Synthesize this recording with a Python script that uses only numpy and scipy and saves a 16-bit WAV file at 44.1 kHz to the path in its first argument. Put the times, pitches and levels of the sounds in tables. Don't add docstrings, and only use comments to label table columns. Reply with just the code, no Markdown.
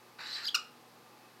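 import sys
import numpy as np
from scipy import signal
from scipy.fft import rfft, irfft
from scipy.io import wavfile
from scipy.ndimage import uniform_filter1d, map_coordinates

SR = 44100
rng = np.random.default_rng(int(sys.argv[2]) if len(sys.argv) > 2 else 0)


def log_audio(samples):
    frames = np.atleast_2d(samples).T
    limited = np.clip(frames, -1, 1)
    pcm = np.round(limited * 32767).astype(np.int16)
    wavfile.write(sys.argv[1], SR, pcm)


N = 61739
T = np.arange(N) / SR

# frequency in Hz, relative width, relative level in dB.
UPPER_RESONANCES = [(3996, 264, 6), (4380, 470, -0.5), (4750, 790, -4.5), (7470, 610, -14),
                    (11570, 690, -20.5)]


def from_db(db):
    return 10 ** (np.asarray(db) / 20)


def rms_one(x):
    return x / np.sqrt(np.mean(x ** 2) + 1e-20)


def in_time(rows):
    times, *columns = np.transpose(rows)
    return [np.interp(T, times, column) for column in columns]


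def during(rows):
    return uniform_filter1d(1. * ((T > rows[0][0]) & (T < rows[-1][0])), size=32)


def at_hz(rows, hz, column=1):
    rows = np.array(rows)
    return np.interp(np.log(hz), np.log(rows[:, 0]), rows[:, column])


def drift(rate_hz):
    r = np.exp(-2 * np.pi * rate_hz / SR)
    return rms_one(signal.lfilter([1], [1, -2 * r, r * r], rng.standard_normal(2 * N))[N:])


def resonate(x, hz, width):
    r = np.exp(-np.pi * width / SR)
    b = (1 - r * r) / 2 * np.array([1, 0, -1])
    a = [1, -2 * r * np.cos(2 * np.pi * hz / SR), r * r]
    return signal.lfilter(b, a, signal.lfilter(b, a, x))


def coloured_noise(spectrum):
    hz = np.maximum(np.fft.rfftfreq(N, 1 / SR), 1)
    return rms_one(irfft(rfft(rng.standard_normal(N)) * from_db(at_hz(spectrum, hz)), N))


def mains_hum():
    # frequency in Hz, level in dB.
    tones = [(120, -74.5), (240.3, -72), (361, -76.5)]
    waver_db = 0.85
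    hum = np.zeros(N)
    for hz, db in tones:
        level = from_db(db + waver_db * drift(rate_hz=2.3))
        hum += level * np.sqrt(2) * np.sin(2 * np.pi * (hz * T + rng.random()))
    return hum


def fan():
    # frequency in Hz, relative level in dB.
    rush_spectrum = [(25, -33), (60, -27.5), (105, -25.5), (160, -9), (240, -10), (340, -8), (490, -7.5),
                     (660, -11.5), (900, -9), (1200, -11.5), (1550, -13.5), (2400, -17.5), (3300, -20),
                     (4400, -18), (7000, -26), (10000, -27.5), (12500, -25.5), (16000, -32.5)]
    # frequency in Hz, filter width in Hz, level in dB.
    resonances = [(483.5, 32, -74.5), (753, 26, -73.5), (842.8, 27, -70.5), (1043, 34, -75.5),
                  (1195, 38, -72), (2580, 16, -75.5)]
    ringing = sum(from_db(db) * rms_one(resonate(rng.standard_normal(2 * N), hz, width)[N:])
                  for hz, width, db in resonances)
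    return from_db(-59.5) * coloured_noise(rush_spectrum) + ringing


def room(x):
    # frequency in Hz, level in dB, seconds to fade by 60 dB.
    ring = [(494, -2, .35), (1300, -4, 0.3), (2800, -11.5, 0.36), (5260, -17, 0.34), (8000, -8.5, 0.2),
            (15000, -28, 0.23)]
    delay_s, build_s = 0.004, 0.01
    build = np.clip((T - delay_s) / build_s, 0, 1)
    edges_hz = np.geomspace(400, 17000, num=12)
    response = np.zeros(N)
    for low, high in zip(edges_hz, edges_hz[1:]):
        hz = np.sqrt(low * high)
        band_filter = signal.butter(2, [low, high], "band", fs=SR, output="sos")
        band = signal.sosfilt(band_filter, rng.standard_normal(N))
        tail = band * build * np.exp(-np.log(1000) * T / at_hz(ring, hz, column=2))
        band_share = np.sqrt(2 * (high - low) / SR / N)
        response += from_db(at_hz(ring, hz)) * rms_one(tail) * band_share
    return signal.fftconvolve(x, response)[:N]


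def echoes(x):
    # delay in seconds, level in dB.
    bounces = [(.0011, -17), (.0034, -17), (.0093, -19), (0.0206, -20.5), (0.0272, -20.5), (.045, -22)]
    dull = signal.sosfilt(signal.butter(1, .45 * SR, fs=SR, output="sos"), x)
    return sum(from_db(db) * np.interp(T - delay, T, dull, left=0) for delay, db in bounces)


def voice_box(pitch, jitter, throat=np.ones_like, count=12):
    shaky_pitch = pitch * (1 + jitter * drift(rate_hz=508))
    phase = 2 * np.pi * np.cumsum(shaky_pitch) / SR
    harmonic = np.arange(1, count + 1)[:, None]
    gains = throat(harmonic * pitch) * (harmonic * pitch < SR / 2)
    waves = np.sin(harmonic * phase + rng.uniform(0, 2 * np.pi, (count, 1)))
    return np.sum(gains * waves, axis=0) / np.sqrt(np.sum(gains ** 2, axis=0) / 2)


def crackles():
    # start in seconds, level in dB.
    puffs = [(.2545, -43), (.2605, -48), (.2712, -49), (0.2746, -39), (.293, -44), (0.3303, -33.5),
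             (.336, -37), (0.3707, -34), (.481, -24.5), (0.4844, -27.5)]
    decay_s = 0.00072
    force = sum(from_db(db) * (T > start) * np.exp(-np.abs(T - start) / decay_s) for start, db in puffs)
    air = rng.standard_normal(N)

    def throat(x):
        return sum(from_db(db) * resonate(x + 1e-18, hz, width * 2) for hz, width, db in UPPER_RESONANCES)
    return throat(force * air) / np.std(throat(air))


def whistle():
    # time in seconds, pitch in Hz, level in dB, roughness from 0 to 1.
    course = [(.285, 4000, -58, 1), (.305, 4100, -45, 1), (.336, 4180, -46, 1), (.344, 4650, -43, .4),
              (.35, 4560, -43, .2), (.356, 4020, -40, .15), (.364, 3970, -39, .15), (.376, 4000, -45, .7),
              (.39, 4000, -60, 1)]
    flutter_hz, flutter_depth = 700, .45
    pitch, level_db, roughness = in_time(course)
    flutter = 1 + flutter_depth * np.sin(2 * np.pi * flutter_hz * T + drift(rate_hz=110))
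    tone = voice_box(pitch, jitter=.025 * roughness, count=1)
    return from_db(level_db) * during(course) * flutter * tone


def hiss():
    # time in seconds, level in dB.
    breath = [(.186, -54), (.189, -48.5), (.205, -44), (.25, -46), (.277, -43.5), (.335, -44), (.385, -41),
              (.402, -45.5), (.425, -46), (.44, -44), (.475, -48.5), (.484, -38), (.497, -55)]
    # time in seconds, shift of the lower resonances in octaves,
    # shift of the upper ones in octaves, boost of the upper ones in dB.
    beak = [(.188, -0.34, -0.037, -12), (.215, -0.21, -.02, -7), (.28, -0.082, 0.0065, -1),
            (.34, 0.054, 0.062, 1), (.39, 0, .03, -3.5), (.43, -0.088, 0.04, -4), (.49, .03, 0.028, 16)]
    # frequency in Hz before the beak shifts it, relative width, relative level in dB.
    lower_resonances = [(1195, 520, -8), (1576, 335, -5), (1833, 280, -3.5), (2160, 620, -6),
                        (2800, 570, -8.5)]
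    pulses_per_s, rasp_db, spread_db = 310, -6, 3.5
    level_db, = in_time(breath)
    lower_octaves, upper_octaves, upper_db = in_time(beak)
    pulse_sizes = from_db(spread_db * np.minimum(rng.exponential(1, N), 3))
    rasp = from_db(rasp_db) * rms_one(pulse_sizes * (rng.random(N) < pulses_per_s / SR))

    def throat(resonances, octaves):
        stretch = 2 ** octaves.max()
        steady = sum(from_db(db) * resonate(rng.standard_normal(N) + rasp, hz * stretch, width * 1.69)
                     for hz, width, db in resonances)
        return map_coordinates(steady, [np.cumsum(2 ** octaves / stretch)], order=5)
    lower = throat(lower_resonances, lower_octaves)
    upper = throat(UPPER_RESONANCES, upper_octaves)
    power = np.var(lower) + np.var(upper) * from_db(upper_db) ** 2
    rush = (lower + from_db(upper_db) * upper) / np.sqrt(power)
    return from_db(level_db) * during(breath) * rush


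def squeaks():
    # start and length in seconds; first, middle and last pitch in Hz; level and swell in dB;
    # throat resonance in Hz; level in dB of an added pure tone at the pitch; pitch wobble as a fraction.
    notes = [(0.433, .0245, 1290, 1482, 1758, -42, 10, 4600, -52.5, .005),
             (0.453, 0.0093, 1860, 2180, 2000, -37.5, 5, 4180, -58, 0.017),
             (0.464, 0.0151, 1710, 1609, 1540, -33, 6.5, 5050, -59, .003),
             (0.481, 0.00575, 1650, 1594, 1500, -34.5, -4, 3260, -65, 0.076),
             (0.487, 0.0096, 1660, 1636, 1764, -32, -3, 3404, -55, 0.0041)]
    # frequency in Hz, relative level in dB.
    overtones = [(7200, -20), (9500, -32), (11900, -23.5)]
    width_hz, fade_s = 520, 0.0012

    def peak(hz, centre):
        return 1 / (1 + ((hz - centre) / width_hz) ** 2) ** np.where(hz > centre, 2, 1)
    out = np.zeros(N)
    for start, length, first, middle, last, db, swell_db, throat_hz, pure_db, jitter in notes:
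        def throat(hz):
            return peak(hz, throat_hz) + sum(from_db(top_db) * peak(hz, top) for top, top_db in overtones)
        progress = np.clip((T - start) / length, 0, 1)
        pitch = np.interp(progress, [0, .5, 1], [first, middle, last])
        fade = np.clip(np.minimum(progress, 1 - progress) * length / fade_s, 0, 1)
        voice = from_db(db + swell_db * (progress - .5)) * voice_box(pitch, jitter, throat, count=7)
        pure_tone = from_db(pure_db) * voice_box(pitch, jitter, count=1)
        out += fade * (voice + pure_tone)
    return out


def squawk():
    # time in seconds, pitch in Hz, level in dB, roughness from 0 to 1, treble boost in dB.
    course = [(.5445, 1339, -35, 0.31, 4), (.5459, 1383, -24.5, 0.18, -5), (.5487, 1452, -24.5, 0.08, 1.5),
              (.552, 1374, -22.5, 0.25, 6), (.555, 1279, -27.5, 0.94, -3.5), (.5615, 1223, -29, 0.32, 3),
              (.564, 1230, -34, 0.53, -5.5)]
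    # frequency in Hz, relative level in dB.
    colour = [(1250, -6.5), (1450, -6.5), (2450, -6.5), (2800, 0.5), (3700, -11), (4250, -3.5), (5000, 1),
              (5700, -6.5), (6400, -16), (7200, -16), (8600, -18.5), (9800, -36.5), (11800, -21.5),
              (14000, -27), (15500, -34)]
    treble_from_hz, air_db = 3600, -14
    pitch, level_db, roughness, treble_db = in_time(course)

    def throat(hz):
        return from_db(at_hz(colour, hz) + treble_db * (hz > treble_from_hz))
    voice = voice_box(pitch, jitter=0.059 * roughness, throat=throat)
    air = signal.sosfilt(signal.butter(2, 2500, "high", fs=SR, output="sos"), coloured_noise(colour))
    return from_db(level_db) * during(course) * (voice + from_db(air_db + treble_db) * air)


def scene():
    bird = hiss() + crackles() + whistle() + squeaks() + squawk()
    return np.tile(bird + echoes(bird) + room(bird) + mains_hum() + fan(), (2, 1))


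def record(dry):
    cutoff_hz = 16700
    return signal.sosfilt(signal.cheby2(16, 60, cutoff_hz, fs=SR, output="sos"), dry)


dry = scene()
out = record(dry)
log_audio(out)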